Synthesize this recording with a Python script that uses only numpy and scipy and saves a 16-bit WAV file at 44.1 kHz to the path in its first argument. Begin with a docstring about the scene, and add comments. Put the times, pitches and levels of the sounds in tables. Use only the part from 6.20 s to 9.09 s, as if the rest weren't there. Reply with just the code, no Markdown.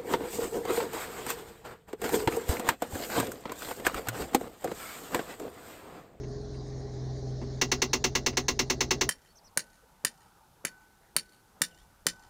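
"""Inside a parked car with the engine idling, heard at one microphone: air hisses from the vents over the
engine's unsteady multiples and rumble, with a thin motor whine, a near-steady hum and a pulsing treble band.
The blower fan starts to catch on something behind the dashboard: each blade snap rings the same modes of
panels, duct and fan wheel and dies in the small cabin. Faint dulled knocks, four before the blade snaps
begin and one among them, are the same sound with a low thump."""
import sys
import numpy as np
from scipy import signal
from scipy.fft import rfft, irfft, next_fast_len
from scipy.io import wavfile
from scipy.ndimage import uniform_filter1d, minimum_filter1d, map_coordinates

SR = 44100
rng = np.random.default_rng(int(sys.argv[2]) if len(sys.argv) > 2 else 0)


def persist_wave(psi):
    """Save psi, clipped to +-1, as 16-bit WAV."""
    counts = np.round(np.clip(psi, -1, 1) * 32767).astype(np.int16)
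    wavfile.write(sys.argv[1], SR, np.atleast_2d(counts).T)


def voltage_ratio(level):
    """Linear amplitude factor for a level in decibels (scalar or array-like)."""
    return 10 ** (np.asarray(level, float) / 20)


N = 127449

# Faint knocks: (time [s], level [dB], dulled above [Hz], thump level against the knock [dB])
KNOCK_EVENTS = [(.033, -35.5, 2630, -27), (0.341, -37.5, 2010, -9), (1.2132, -20, 750, -18),
                (1.226, -27, 900, -5), (2.127, -32, 3000, -14)]
# Blade snaps: (time [s], level before a common 9 dB lift and the limiter [dB])
SNAP_EVENTS = [(1.4145, -13), (1.517, -13.5), (1.6191, -13.5), (1.7323, -13.5), (1.8417, -13),
               (1.9522, -14.5), (2.0629, -14), (2.171, -14.5), (2.2833, -14), (2.392, -14), (2.4997, -14.5),
               (2.607, -14.5), (2.7082, -13), (2.8114, -13.5)]


def unit(x):
    """Scaled to rms 1."""
    return x / np.sqrt(np.mean(x ** 2) + 1e-20)


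def along(points, hz):
    """Interpolates (Hz, value) points on a log frequency axis."""
    f, v = np.transpose(points)
    return np.interp(np.log(hz + 1), np.log(f + 1), v)


def curves(rows):
    """One value per sample for each column after the time."""
    s, *cols = np.transpose(rows)
    return [np.interp(np.arange(N) / SR, s, c) for c in cols]


def wobble(rate):
    """A smooth random curve, rate knots a second."""
    knots = rng.standard_normal(int(N * rate / SR) + 4)
    return map_coordinates(knots, [np.arange(N) * rate / SR])


def filtered(x, response):
    """x times a response of frequency."""
    m = next_fast_len(x.shape[-1] + 8192)
    spectrum = rfft(x, m) * response(np.fft.rfftfreq(m, 1 / SR))
    return irfft(spectrum, m)[..., :x.shape[-1]]


def rush(spectrum, patchy_db):
    """Coloured noise of rms 1 with patches of random gain in time and frequency."""
    z = signal.stft(rng.standard_normal(N), nperseg=512)[2]
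    field = uniform_filter1d(rng.standard_normal(z.shape), 6, axis=0)
    field = uniform_filter1d(field, 12, axis=1)
    patchy = signal.istft(z * voltage_ratio(patchy_db * unit(field)), nperseg=512)[1][:N]
    return unit(filtered(patchy, lambda hz: voltage_ratio(along(spectrum, hz))))


def engine():
    """Idle: unsteady multiples of the firing rate, the sixth booming in the cabin, a hum and rumble."""
    # (time [s], firing rate [Hz])
    firing = [(0, 21.2), (.2, 21.65), (.95, 21.33), (1.4, 21.57), (1.9, 21.74), (2.4, 21.56), (2.89, 21.5)]
    # Multiples of the firing rate: (multiple, mean level [dB rms])
    orders = [(2, -48.5), (3, -58.5), (4, -54.5), (5, -64), (7, -61), (8, -57.5), (10, -56), (11, -59),
              (12, -58), (14, -56.5)]
    # Sixth multiple, lifted by the cabin: (time [s], mean level [dB rms])
    boom_db = [(0, -42), (.1, -39.5), (.3, -45), (.43, -39), (.59, -42), (.9, -38), (1.35, -38), (1.5, -42),
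               (1.74, -44), (1.9, -39.5), (2.02, -45), (2.1, -41), (2.3, -44), (2.7, -43), (2.89, -44)]
    # Rumble colour: (frequency [Hz], relative density [dB per Hz])
    rumble_colour = [(13, -38.5), (22, -36), (54, -22.5), (85, -5.5), (129, -3), (154, 0.5), (178, -20),
                     (238, -6), (354, -3), (409, 0.5), (495, -10.5), (671, -8.5), (1000, -44), (1300, -66),
                     (2200, -120)]
    rate, = curves(firing)
    turn = 2 * np.pi * np.cumsum(rate) / SR
    lines = np.zeros(N)
    for k, db in orders:
        phase = k * turn + 0.37 * wobble(5.26) + 2 * np.pi * rng.random()
        lines += voltage_ratio(db + 1.13 * wobble(6.56)) * np.sin(phase)
    boom = voltage_ratio(curves(boom_db)[0] + 1.6 * wobble(14)) * np.sin(6 * turn + 0.42 * wobble(7.4))
    # a hum close beside the third multiple, 67.7 Hz
    hum_phase = 2 * np.pi * 67.7 * np.arange(N) / SR + 0.71 * wobble(3.64)
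    hum = voltage_ratio(-46.5 + 1.1 * wobble(2.1)) * np.sin(hum_phase)
    rumble = voltage_ratio(-46 + 0.86 * wobble(2.5)) * rush(rumble_colour, patchy_db=-1.0)
    return np.sqrt(2) * (lines + boom + hum) + rumble


def motor_whine():
    """The blower motor: one sine of drifting pitch, unsteady in level and phase."""
    # (time [s], pitch [Hz], mean level [dB rms])
    whine = [(0, 409, -46.5), (.2, 413.5, -46), (.92, 405.5, -50), (1.25, 406, -48.5), (1.5, 411, -47.5),
             (2.2, 411, -51.5), (2.89, 412, -44.5)]
    hz, db = curves(whine)
    phase = 2 * np.pi * np.cumsum(hz) / SR + 0.28 * wobble(18)
    return np.sqrt(2) * voltage_ratio(db + 1.4 * wobble(15.17)) * np.sin(phase)


def vent_hiss():
    """Air from the vents: patchy coloured noise, its level drifting slowly."""
    # Hiss colour: (frequency [Hz], relative density [dB per Hz])
    air = [(470, -32), (800, 3), (920, -10), (1040, -5.5), (1280, -14.5), (1870, -11.5), (2730, -27.5),
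           (4100, -9.5), (5280, -10), (6710, -13.5), (7720, -30.5), (9220, -38), (10100, -52), (15300, -44),
           (16500, -46.5)]
    return voltage_ratio(-55 + 0.62 * wobble(1.3)) * rush(air, patchy_db=2.2)


def treble_pulse():
    """A faint narrow band of noise whose level pulses regularly, with some random drift."""
    centre_hz, width_hz, mean_db = 8820, 450, -84.5
    pulses_per_s, first_peak_s = 7.95, .1
    band = unit(filtered(rng.standard_normal(N), lambda f: np.exp(-((f - centre_hz) / width_hz) ** 2)))
    pulse_db = 7 * np.cos(2 * np.pi * pulses_per_s * (np.arange(N) / SR - first_peak_s))
    return voltage_ratio(mean_db + pulse_db + 3 * wobble(7.2)) * band


def ring(mode_hz, mode_db, count, t):
    """Struck modes, one row a blow, each a little stronger or weaker; the mean blow peaks at 1."""
    # Decay of the modes: (frequency [Hz], time to fall 60 dB [s])
    ring_decay = [(250, 0.12), (400, 0.094), (800, 0.084), (1500, 0.079), (3000, 0.08), (6000, 0.081)]
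    hz, db = np.array(mode_hz)[:, None], np.array(mode_db)[:, None]
    # low modes arrive late (lag in s at 249.2 Hz, falling with the square of pitch) and build slowly
    u = np.maximum(t - 0.00767 * (249.2 / hz) ** 2, 0)
    rise = 1 - np.exp(-u / (.0022 + 1.3 / hz))
    # starting phases scattered in a fixed pattern, in turns
    start = .618 * np.arange(len(hz))[:, None] ** 2
    decay = voltage_ratio(db - 60 * u / along(ring_decay, hz))
    tones = rise * decay * np.sin(2 * np.pi * (hz * u + start))
    scatter_db = 1.68 * rng.standard_normal((count, len(hz)))
    out = voltage_ratio(scatter_db) @ tones
    return out / np.abs(out.mean(0)).max()


def panel(count, t):
    """The dashboard panel: its low and middle modes ring when struck."""
    # Mode frequencies: (frequency [Hz])
    panel_hz = [250.0, 307.0, 374.0, 450.0, 493.0, 540.0, 694.0, 735.0, 883.0, 945.0, 1036.0, 1112.0,
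                1152.0, 1222.0, 1276.0, 1362.0, 1429.0, 1505.0, 1615.0, 1669.0]
    # Their relative levels: (level [dB])
    panel_db = [-5.5, -9.5, 0.0, -8.0, -13, -12.5, -13, -8, -8, -14.5, -6.5, -8.5, -12.5, -14.5, -11, -14.5,
                -14.0, -18.5, -15.5, -12.5]
    return ring(panel_hz, panel_db, count, t)


def duct(count, t):
    """The air duct: a close row of modes above the panel's."""
    # Mode frequencies: (frequency [Hz])
    duct_hz = [1830.0, 1865.0, 1968.0, 2050.0, 2164.0, 2200.0, 2340.0, 2439.0, 2538.0, 2649.0, 2710.0,
               2780.0, 2904.0, 3165.0, 3297.0, 3420.0, 3510.0, 3639.0, 3709.0, 3873.0, 3959.0, 4024.0,
               4207.0, 4253.0, 4393.0, 4433.0, 4544.0]
    # Their relative levels: (level [dB])
    duct_db = [-9.5, -5.5, 1, 0.5, -2, -7.5, -8.5, -10.5, -5, -3.5, -4.5, 2, -3.5, -8, -12, -12, -17, -7.5,
               -10, -6.0, -5.0, -3, -5.5, -9, -6.5, -4.5, -5]
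    return ring(duct_hz, duct_db, count, t)


def wheel(count, t):
    """The fan wheel: the highest of the struck modes."""
    # Mode frequencies: (frequency [Hz])
    wheel_hz = [4657.0, 4797.0, 4939.0, 5149.0, 5329.0, 5421.0, 5612.0, 5670.0, 5728.0, 5803.0, 5938.0,
                5984.0, 6124.0, 6226.0, 6270.0, 6358.0, 6490.0, 6716.0, 6796.0, 7004.0, 7206.0, 7337.0,
                7437.0, 7477.0, 7558.0]
    # Their relative levels: (level [dB])
    wheel_db = [-6, -8, -13, -9.5, 2, -6.5, -9.5, 2.5, -5, -8, 2.5, -8, -3.5, -0.5, 3, -3, 0.5, -1.5, -11,
                -9, -17, -15.5, -15.5, -22, -23]
    return ring(wheel_hz, wheel_db, count, t)


def cabin(count, t):
    """The cabin's dense answers: mostly one shared noise pattern, partly new each time, dying by band."""
    # Part of the answer that is new each blow: (frequency [Hz], share of amplitude)
    fresh = [(500, 0.05), (2000, 0.15), (5000, 0.17), (12000, 0.88)]
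    # Colour of the answer: (frequency [Hz], relative density [dB per Hz])
    answer_colour = [(100, -13), (250, -27), (600, -22.5), (1000, -12.5), (2000, -9.5), (3300, -13),
                     (5000, -14), (6400, -8.5), (7400, -18), (8400, -26), (10200, -30.5), (12500, -30.5),
                     (13900, -49), (14600, -20.5), (15700, -30), (16100, -53.5), (17000, -81),
                     (19000, -120)]
    # Decay of the answer: (frequency [Hz], time to fall 60 dB [s])
    cabin_decay = [(200, .16), (700, 0.097), (1500, 0.041), (4000, 0.081), (8000, 0.066), (15000, 0.074)]

    def new_share(hz):
        return np.clip(along(fresh, hz), 0, 1)

    noise = rng.standard_normal((count + 1, len(t)))
    shared = filtered(noise[0], lambda hz: np.sqrt(1 - new_share(hz) ** 2))
    hz, s, z = signal.stft(shared + filtered(noise[1:], new_share), SR, nperseg=128)
    fall_db = 60 * s / along(cabin_decay, hz)[:, None]
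    z = z * voltage_ratio(along(answer_colour, hz)[:, None] - fall_db)
    tails = signal.istft(z, SR, nperseg=128)[1][:, :len(t)]
    tails = tails * (1 - np.exp(-t / .003))  # soft onset
    return tails / (3 * tails[:, :SR // 50].std())  # set by the first 20 ms


def blows(count, t):
    """One row a blow: panel, duct and fan wheel ring together and the cabin answers."""
    struck = voltage_ratio(-11) * panel(count, t) + voltage_ratio(-7.5) * duct(count, t) + voltage_ratio(-9.5) * wheel(count, t)
    return struck + voltage_ratio(-7.5) * cabin(count, t)


def knocks(hits, t):
    """Faint knocks: the sound of the snaps, dulled by a two-pole low-pass, with a low decaying thump."""
    out = np.zeros(N + SR)
    thump = voltage_ratio(-60 * t / .1) * np.sin(2 * np.pi * 245 * t)
    for (s, db, top_hz, thump_db), hit in zip(KNOCK_EVENTS, hits):
        dull = filtered(hit, lambda hz: 1 / (1 + 1j * hz / top_hz) ** 2)
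        out[round(s * SR):][:len(t)] += voltage_ratio(db) * (dull + voltage_ratio(thump_db) * thump)
    return out[:N]


def snaps(hits, t):
    """Blade snaps: the fan catches again and again, and every snap rings the same parts."""
    out = np.zeros(N + SR)
    lead_s = 0.00117  # each blow starts this long before its listed time
    for (s, db), hit in zip(SNAP_EVENTS, hits):
        out[round((s - lead_s) * SR):][:len(t)] += voltage_ratio(db + 9) * hit
    return out[:N]


def scene():
    """All sources at one microphone in the cabin."""
    t = np.arange(SR // 5) / SR
    hits = blows(len(KNOCK_EVENTS) + len(SNAP_EVENTS), t)
    steady = engine() + motor_whine() + vent_hiss() + treble_pulse()
    struck = knocks(hits[:len(KNOCK_EVENTS)], t) + snaps(hits[len(KNOCK_EVENTS):], t)
    return (steady + struck)[None]


def limiter(x):
    """Turns the gain down shortly before each loud peak and lets go soon after."""
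    threshold_db, ratio = -24.5, .3  # ratio: dB of cut per dB over the threshold
    ahead, hold, smooth = round(.012 * SR), round(.008 * SR), round(.006 * SR)  # samples
    over_db = np.maximum(20 * np.log10(np.abs(x) + 1e-9) - threshold_db, 0)
    # the deepest cut needed from hold samples back to ahead samples on
    span = ahead + hold + 1
    need_db = minimum_filter1d(-ratio * over_db, span, origin=span // 2 - ahead - 1)
    return x * voltage_ratio(uniform_filter1d(need_db, smooth))


def band_limit(x):
    """A steep low-pass at the top of the band."""
    return signal.sosfilt(signal.butter(12, 16970, fs=SR, output="sos"), x)


def record(dry):
    """The recorder: its limiter holds down the loud peaks of the microphone signal."""
    mix = limiter(dry)
    return band_limit(mix)


dry = scene()
out = record(dry)
persist_wave(out)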